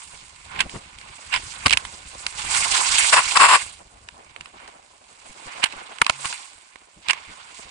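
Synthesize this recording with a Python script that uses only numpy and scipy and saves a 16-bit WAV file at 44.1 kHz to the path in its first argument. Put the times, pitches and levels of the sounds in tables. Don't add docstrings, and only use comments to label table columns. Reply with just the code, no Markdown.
import sys
import numpy as np
from scipy import signal
from scipy.fft import rfft, irfft, next_fast_len
from scipy.io import wavfile
from scipy.ndimage import uniform_filter1d, minimum_filter1d

SR = 44100
rng = np.random.default_rng(int(sys.argv[2]) if len(sys.argv) > 2 else 0)


def store_pcm(level_fs):
    pcm = np.round(np.clip(level_fs, -1, 1) * 32767).astype(np.int16)
    wavfile.write(sys.argv[1], SR, np.atleast_2d(pcm).T)


N = 339614
CUTOFF_HZ = 9900
CAVITY_HZ, CAVITY_WIDTH_HZ = 1074, 190
POLE_HZ = 137.4

# t/s, middle level/dB, treble level/dB
SPRAY_LEVELS = [(0.0, -52.5, -47.5), (0.3, -53.5, -52.5), (0.71, -52, -54.5), (1.03, -49, -54.5),
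                (1.48, -45.5, -41.5), (1.67, -39, -45.5), (2.04, -52, -49), (2.32, -42, -43.5),
                (2.68, -26.5, -26), (2.96, -32.5, -25), (3.43, -29.5, -29.5), (3.71, -50.5, -47),
                (3.86, -60.5, -60.5), (4.44, -53, -60), (4.95, -62, -60.5), (5.47, -47, -49),
                (5.62, -39.5, -51), (5.98, -46.5, -55.5), (6.22, -42.5, -45), (6.52, -56, -55),
                (6.8, -57, -61.5), (7.06, -65.5, -58.5), (7.25, -45, -53.5), (7.7, -50, -52.5)]
# t/s, level/dB, hold/s
POWDER_SHOWERS = [(0.0, -44, 0.0075), (.71, -46, 0.021), (2.07, -45.5, 0.0082), (2.39, -31, 0.0067),
                  (2.51, -23, 0.12), (2.745, -20.5, 0.024), (2.935, -22, 0.13), (3.5, -26.5, 0.059),
                  (6.26, -31.5, 0.039), (6.38, -41, 0.036), (7.57, -46, 0.041)]
# t/s, level/dB, hold/s
EDGE_SCRAPES = [(.53, -34, .05), (4.58, -46, .09), (5.45, -41, .11), (7.07, -39, .11)]
# f/Hz, left level/dB, right level/dB
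SPRAY_SPECTRUM = [(150, -32.5, -17), (414, -15.5, -28), (781, -8.5, 3.5), (1060, -10.5, 9), (1310, -3, 0),
                  (1440, -11, 6), (1950, -4, -2), (2127, -6, 6), (2840, -9.5, 1), (3290, -18.5, -3),
                  (4710, -15.5, -11.5), (5790, -21.5, -18.5), (7570, -22.5, -9.5), (10400, -23.5, -18.5)]
# t/s, level/dB
SKI_PRESSURE = [(0.0, -71.5), (0.73, -52.5), (1.03, -63.5), (1.67, -55.5), (2.12, -62), (2.81, -54.5),
                (3.39, -59), (3.62, -61.5), (5.0, -61), (5.68, -52), (6.69, -67), (7.7, -57.5)]
# f/Hz, level/dB
GLIDE_SPECTRUM = [(50, -21.5), (140, -11), (260, -5.5), (450, -4.5), (700, 1), (1050, 1), (1500, -9.5),
                  (2400, -20), (4000, -41.5), (9000, -39.5)]
# t/s, level/dB
AIR_FLOW = [(0.0, -68), (0.41, -60.5), (0.62, -51), (1.14, -65), (1.74, -47.5), (2.06, -61.5),
            (2.42, -47.5), (4.14, -67), (6.69, -80), (7.7, -67)]
# f/Hz, level/dB
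WIND_SPECTRUM = [(20, -6), (52, 6.5), (80, 4), (140, -4), (250, -10), (450, -16), (900, -32), (2500, -62)]
# t/s, level/dB, hold/s
THUDS_AND_PUFFS = [(.135, -48, 0.011), (.56, -43, 0.094), (.66, -33, 0.0063), (.742, -33, 0.027),
                   (1.661, -20, 0.0075), (1.71, -48, 0.048), (4.405, -48, .01), (5.295, -48, 0.014),
                   (5.46, -47.5, .015), (5.76, -50, .02), (6.016, -24, 0.0023), (6.097, -29.5, .003),
                   (6.97, -48, 0.021), (7.285, -48.5, 0.035), (7.655, -52, .01)]
# f/Hz, level/dB
THUD_SPECTRUM = [(25, 8.0), (60, 0.0), (160, 1.5), (350, -5.0), (700, -10.0), (2000, -29.0)]
# t/s, level/dB, hold/s
MOUNT_RUBS = [(.593, -24, .002), (.605, -17.5, 0.0067), (1.326, -21.5, .002), (1.339, -16.5, .011),
              (1.366, -23, 0.0067), (1.728, -14, 0.0054), (5.634, -14.5, 0.0049), (5.659, -19.5, 0.0029),
              (7.098, -14.5, 0.0065)]
# f/Hz, left level/dB, right level/dB
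RUB_SPECTRUM = [(147, -61, -49), (393, -25.5, -51), (703, -8.5, -6.5), (1018, -3, 6), (1296, -5.5, -15),
                (1620, 4, 0.5), (1770, -24, 4), (2244, 3.5, 1.5), (2750, -23, 9), (3440, -7, -4),
                (4900, -20, -10), (6560, -29, -30.5), (7470, -27, -9), (9300, -22, -17)]
# t/s, level/dB, thump/dB, hardness/dB, left minus right/dB
HOUSING_KNOCKS = [(0.606, -14, 3, 12, -9), (.695, -34, 10, 20, -4), (.986, -38, -5, 14, -8),
                  (1.013, -38.5, -5, 12, -2), (1.3395, -17.5, -21, 10, -6.5), (1.3613, -20.5, -18, 4, 0),
                  (1.6601, -8, -1, 3, -7), (1.6665, -12, 12, 4.5, -0.5), (1.6814, -21, 2, 18, -9),
                  (1.696, -18.5, -2, 32, -20), (1.7075, -13, 1, 8, -12), (1.7154, -19.5, 10, 13, -3),
                  (1.7266, -8, -14, 27, -13), (1.7326, -6.5, -2, 16, -15), (1.7721, -10.5, -7, 10, -10.5),
                  (1.851, -28, -30, -2, -4), (2.2653, -18, -6, 10.5, -4.5), (3.1252, -23, -15, 0, 11),
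                  (3.3574, -16, -28, -4, 8), (3.371, -2, -25, -0.5, 10), (4.087, -32.5, -17, 4, -1),
                  (4.3624, -32.5, -8, -3, -22), (4.4088, -32, -9, 5, -6.5), (4.4577, -36.5, -12, 0, -5),
                  (4.677, -40.5, -12, 11, -5), (5.6393, -2, -12, 8.5, -19), (5.724, -33, 7, 32, -19),
                  (5.985, -32.5, -6, 3, -12), (6.016, -3, -15, -3, -1), (6.0452, -31, -6, 29, -2),
                  (6.065, -14.5, -26, 0, -7), (6.0963, -8.5, -9.5, -2.5, -6), (6.1065, -32, -10, 19, -5),
                  (6.2552, -22.5, 2, 8, -5.5), (6.3267, -25.5, -10, 5, -2), (6.758, -37, 10, -8, -15),
                  (7.085, -18.5, 1, 4, -16), (7.108, -12, -19, 8, -13), (7.132, -22.5, -10, -4.5, -13)]
# f/Hz, left level/dB, right level/dB
KNOCK_SPECTRUM = [(159, -4, -29), (390, -4.5, -8.5), (744, -24.5, -10), (954, -1.5, -7), (1170, -6.5, -4.5),
                  (1400, 0.5, -6), (1853, -2, -5), (2100, -7, 1), (2840, -11, 0.5), (3470, -14, -6),
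                  (5050, -2, -8), (6200, -20.5, -7), (7380, -24, -4), (9700, -11.5, -6)]
# t/s, level/dB, hold/s
SNOW_CLUMPS = [(.748, -37.5, .015), (1.66, -13.5, 0.0059), (3.129, -8, 0.014), (3.165, -10.5, 0.027),
               (3.358, -13, 0.015), (3.407, -8, 0.049), (3.487, -13, 0.041), (3.535, -9, 0.023),
               (6.076, -32.5, 0.0075), (6.246, -26, 0.0071)]
# f/Hz, left level/dB, right level/dB
CLUMP_SPECTRUM = [(150, -39, -33), (405, -22.5, -24.5), (750, -16.5, -12.5), (970, -7, -11),
                  (1256, -8.5, -12), (1580, -5.5, -23), (1830, -11.5, -8), (2350, -8, -19.5),
                  (2650, -20, -4), (3430, -17, -22.5), (5100, -19, -17.5), (6320, -43, -38.5),
                  (7380, -32, -10.5), (9300, -20, -19.5)]
# t/s, level/dB, hold/s
POLE_SHUDDER = [(6.14, -55.5, 0.11)]
# f/Hz, left-right correlation
PORT_LIKENESS = [(100, 1), (400, 0.54), (1000, 0.54), (2500, 0.055), (5000, 0.14), (8000, 0.48)]


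def from_db(db):
    return np.exp(np.asarray(db) * np.log(10) / 20)


def rms_one(x):
    return x / np.sqrt(np.mean(x ** 2) + 1e-20)


def in_time(rows):
    times, *columns = np.transpose(rows)
    return [np.interp(np.arange(N) / SR, times, column) for column in columns]


def at_hz(points, hz):
    known_hz, *columns = np.transpose(points)
    return np.array([np.interp(np.log(hz + 1), np.log(known_hz), column) for column in columns])


def drift(rate_hz):
    step, settle = 40, 2000
    r = np.exp(-2 * np.pi * rate_hz * step / SR)
    noise = rng.standard_normal(N // step + settle + 2)
    slow = signal.lfilter([1], [1, -2 * r, r * r], noise)[settle:]
    return np.interp(np.arange(N) / step, np.arange(len(slow)), rms_one(slow))


def pushes(rows, attack_s, release_s, softness=0.0):
    t, power = np.arange(N) / SR, np.zeros(N)
    for start_s, db, hold_s in rows:
        rise, fall = attack_s + softness * hold_s, release_s + softness * hold_s
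        end_s = start_s + hold_s
        near = slice(max(int((start_s - 8 * rise) * SR), 0), int((end_s + 8 * fall) * SR))
        away = np.maximum((start_s - t[near]) / rise, (t[near] - end_s) / fall)
        power[near] += (from_db(db) * np.exp(-np.maximum(away, 0))) ** 2
    return np.sqrt(power)


def grains(per_s, spread_db):
    hits = rng.random((2, N)) < per_s / SR
    size = rng.exponential(1, (2, N))[hits]
    sign = np.sign(rng.random((2, N))[hits] - .5)
    clicks = np.zeros((2, N))
    clicks[hits] = sign * from_db(spread_db * np.minimum(size, 4))
    return rms_one(clicks / np.sqrt(per_s))


def coloured(x, spectrum, size=2048):
    gains = from_db(at_hz(spectrum, np.fft.rfftfreq(size, 1 / SR)))
    cepstrum = irfft(np.log(gains))
    cepstrum[:, 1:size // 2] *= 2
    cepstrum[:, size // 2 + 1:] = 0
    response = irfft(np.exp(rfft(cepstrum)))
    return signal.oaconvolve(x, response, axes=-1)[:, :x.shape[-1]]


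def top_cut(x):
    return signal.sosfilt(signal.ellip(12, .2, 85, CUTOFF_HZ, fs=SR, output="sos"), x)


def at_ports(pair, lag_s=0.0, housing_hz=5500):
    size = next_fast_len(pair.shape[-1], real=True)
    hz = np.fft.rfftfreq(size, 1 / SR)
    alike = np.clip(at_hz(PORT_LIKENESS, hz)[0], -.98, .98)
    mid, side = rfft(pair, size) * np.sqrt([1 + alike, 1 - alike])
    delay = np.exp(-2j * np.pi * np.minimum(hz, housing_hz) * lag_s)
    left, right = (mid + side) * delay, mid - side
    return irfft(np.array([left, right]), size)[:, :pair.shape[-1]]


def panned(pair, pan_db):
    gains = from_db([[pan_db / 2], [-pan_db / 2]])
    return np.array([rms_one(channel) for channel in pair]) * rms_one(gains)


def patchy(x, depth_db, bands=6):
    size = next_fast_len(N, real=True)
    hz = np.fft.rfftfreq(size, 1 / SR)
    place = np.interp(np.log(hz + 1), np.log([900, 9000]), [0, bands - 1])
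    spectrum, out = rfft(x, size), 0
    for band in range(bands):
        share = np.maximum(1 - abs(place - band), 0)
        out = out + irfft(spectrum * share, size)[:, :N] * from_db(depth_db * drift(25))
    return out


def spray(middle_db=1.5, treble_db=3.0, shower_treble_db=4.0, pellet_db=-12.5,
          patchy_db=3.0, flutter_db=1.35, pan_db=-7.0, split_hz=4700):
    middle_run_db, treble_run_db = in_time(SPRAY_LEVELS)
    shower = pushes(POWDER_SHOWERS, attack_s=0.021, release_s=0.053) / np.sqrt(2)
    scrape = pushes(EDGE_SCRAPES, attack_s=0.026, release_s=0.05)
    middle_gain = np.sqrt(from_db(middle_db + middle_run_db) ** 2 + shower ** 2 + scrape ** 2)
    treble_gain = np.hypot(from_db(treble_db + treble_run_db), from_db(shower_treble_db) * shower)
    thickness = np.sqrt(np.hypot(middle_gain, treble_gain) / from_db(-33))
    crystals = grains(per_s=4000 * thickness, spread_db=3.5)
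    pellets = from_db(pellet_db) * grains(per_s=90 * thickness, spread_db=1.3)
    hiss = rng.standard_normal((2, N))
    uneven = np.minimum(np.sqrt(thickness), 1)
    snow = patchy(hiss + crystals + pellets, patchy_db * uneven)
    snow = top_cut(coloured(at_ports(snow, lag_s=0.000376), SPRAY_SPECTRUM))
    middle = signal.sosfilt(signal.butter(4, split_hz, fs=SR, output="sos"), snow)
    treble = signal.sosfilt(signal.butter(4, split_hz, "high", fs=SR, output="sos"), snow)
    rush = panned(middle, pan_db) * middle_gain + panned(treble, pan_db) * treble_gain
    return rush * from_db(flutter_db * uneven * drift(45))


def glide(level_db=4.0, uneven_db=5.5):
    pressure_db, = in_time(SKI_PRESSURE)
    noise = at_ports(rng.standard_normal((2, N)), lag_s=0.00041)
    rush = rms_one(coloured(noise, GLIDE_SPECTRUM))
    return rush * from_db(level_db + pressure_db + uneven_db * drift(25))


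def wind_and_thuds(level_db=3.5, lumpy_db=5.0):
    flow_db, = in_time(AIR_FLOW)
    rumble = rms_one(coloured(at_ports(rng.standard_normal((2, N))), WIND_SPECTRUM, size=8192))
    rumble *= from_db(level_db + flow_db + lumpy_db * drift(21))
    thuds = rms_one(coloured(at_ports(rng.standard_normal((2, N))), THUD_SPECTRUM))
    thuds *= pushes(THUDS_AND_PUFFS, attack_s=0.00084, release_s=0.0034, softness=0.21)
    return (rumble + thuds) * from_db([[.8], [-.8]])


def mount_rubs():
    slips = at_ports(grains(per_s=3000, spread_db=3.5), lag_s=0.00037)
    ringing = rms_one(top_cut(coloured(slips, RUB_SPECTRUM)))
    return ringing * pushes(MOUNT_RUBS, attack_s=0.0014, release_s=0.0033, softness=0.7)


def port_hoot(x):
    r = np.exp(-np.pi * CAVITY_WIDTH_HZ / SR)
    feedback = [1, -2 * r * np.cos(2 * np.pi * CAVITY_HZ / SR), r * r]
    return signal.lfilter(np.array([1, 0, -1]) * (1 - r * r) / 2, feedback, x)


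def housing_knocks(press_s=0.00064, press_db=-10.0, crunch_s=0.0022, crunch_db=5.5,
                   tail_s=0.0019, tail_db=-19.0, blow_s=0.0053, tick_db=-8.5):
    size, lead = 2048, 256
    out = np.zeros((2, N + size))
    t = (np.arange(size) - lead) / SR
    press = from_db(press_db) * np.exp(-abs(t) / press_s)
    crunch = from_db(crunch_db) * np.exp(-abs(t) / crunch_s)
    tail = from_db(tail_db) * np.exp(-abs(t) / tail_s)
    envelope = np.where(t < 0, press, crunch + tail)
    hz = np.geomspace(300, 10000, 26)
    for time_s, db, thump_db, hard_db, pan_db in HOUSING_KNOCKS:
        force = envelope * at_ports(rng.standard_normal((2, size)))
        force[:, lead] += 1
        force += from_db(-max(hard_db, 0)) * port_hoot(force)
        contact = [(300, thump_db), (750, 0), (1500, 0),
                   (2300, hard_db), (3800, hard_db), (6000, hard_db + tick_db)]
        spot_db = at_hz(contact, hz)[0] + rng.normal(0, 2, len(hz))
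        struck = coloured(force, np.column_stack([hz, spot_db]))
        blow = top_cut(coloured(struck, KNOCK_SPECTRUM))
        gain = from_db(db) * np.sqrt(blow_s * SR / size)
        start = int(time_s * SR) - lead
        out[:, start:start + size] += gain * panned(blow, pan_db)
    return out[:, :N]


def snow_clumps(hoot_db=3.0, flicker_db=-1.0):
    crumbs = grains(per_s=7000, spread_db=-2.0)
    hoot = from_db(hoot_db) * port_hoot(crumbs.sum(axis=0))
    crumble = rms_one(top_cut(coloured(crumbs + hoot, CLUMP_SPECTRUM)))
    bursts = pushes(SNOW_CLUMPS, attack_s=.001, release_s=0.006, softness=0.17)
    return crumble * bursts * from_db(flicker_db * drift(110))


def pole_hum():
    mode = np.sqrt(2) * np.sin(2 * np.pi * POLE_HZ * np.arange(N) / SR)
    return mode * pushes(POLE_SHUDDER, attack_s=.02, release_s=0.041)


def scene():
    return (spray() + glide() + wind_and_thuds()
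            + mount_rubs() + housing_knocks() + snow_clumps() + pole_hum())


def record(dry):
    rounded = dry / (1 + dry ** 4) ** (1 / 4)
    safe_gain = np.minimum(.97 / (abs(top_cut(rounded)) + 1e-9), 1)
    limiter_gain = uniform_filter1d(minimum_filter1d(safe_gain, size=61), size=31)
    return top_cut(rounded * limiter_gain)


dry = scene()
out = record(dry)
store_pcm(out)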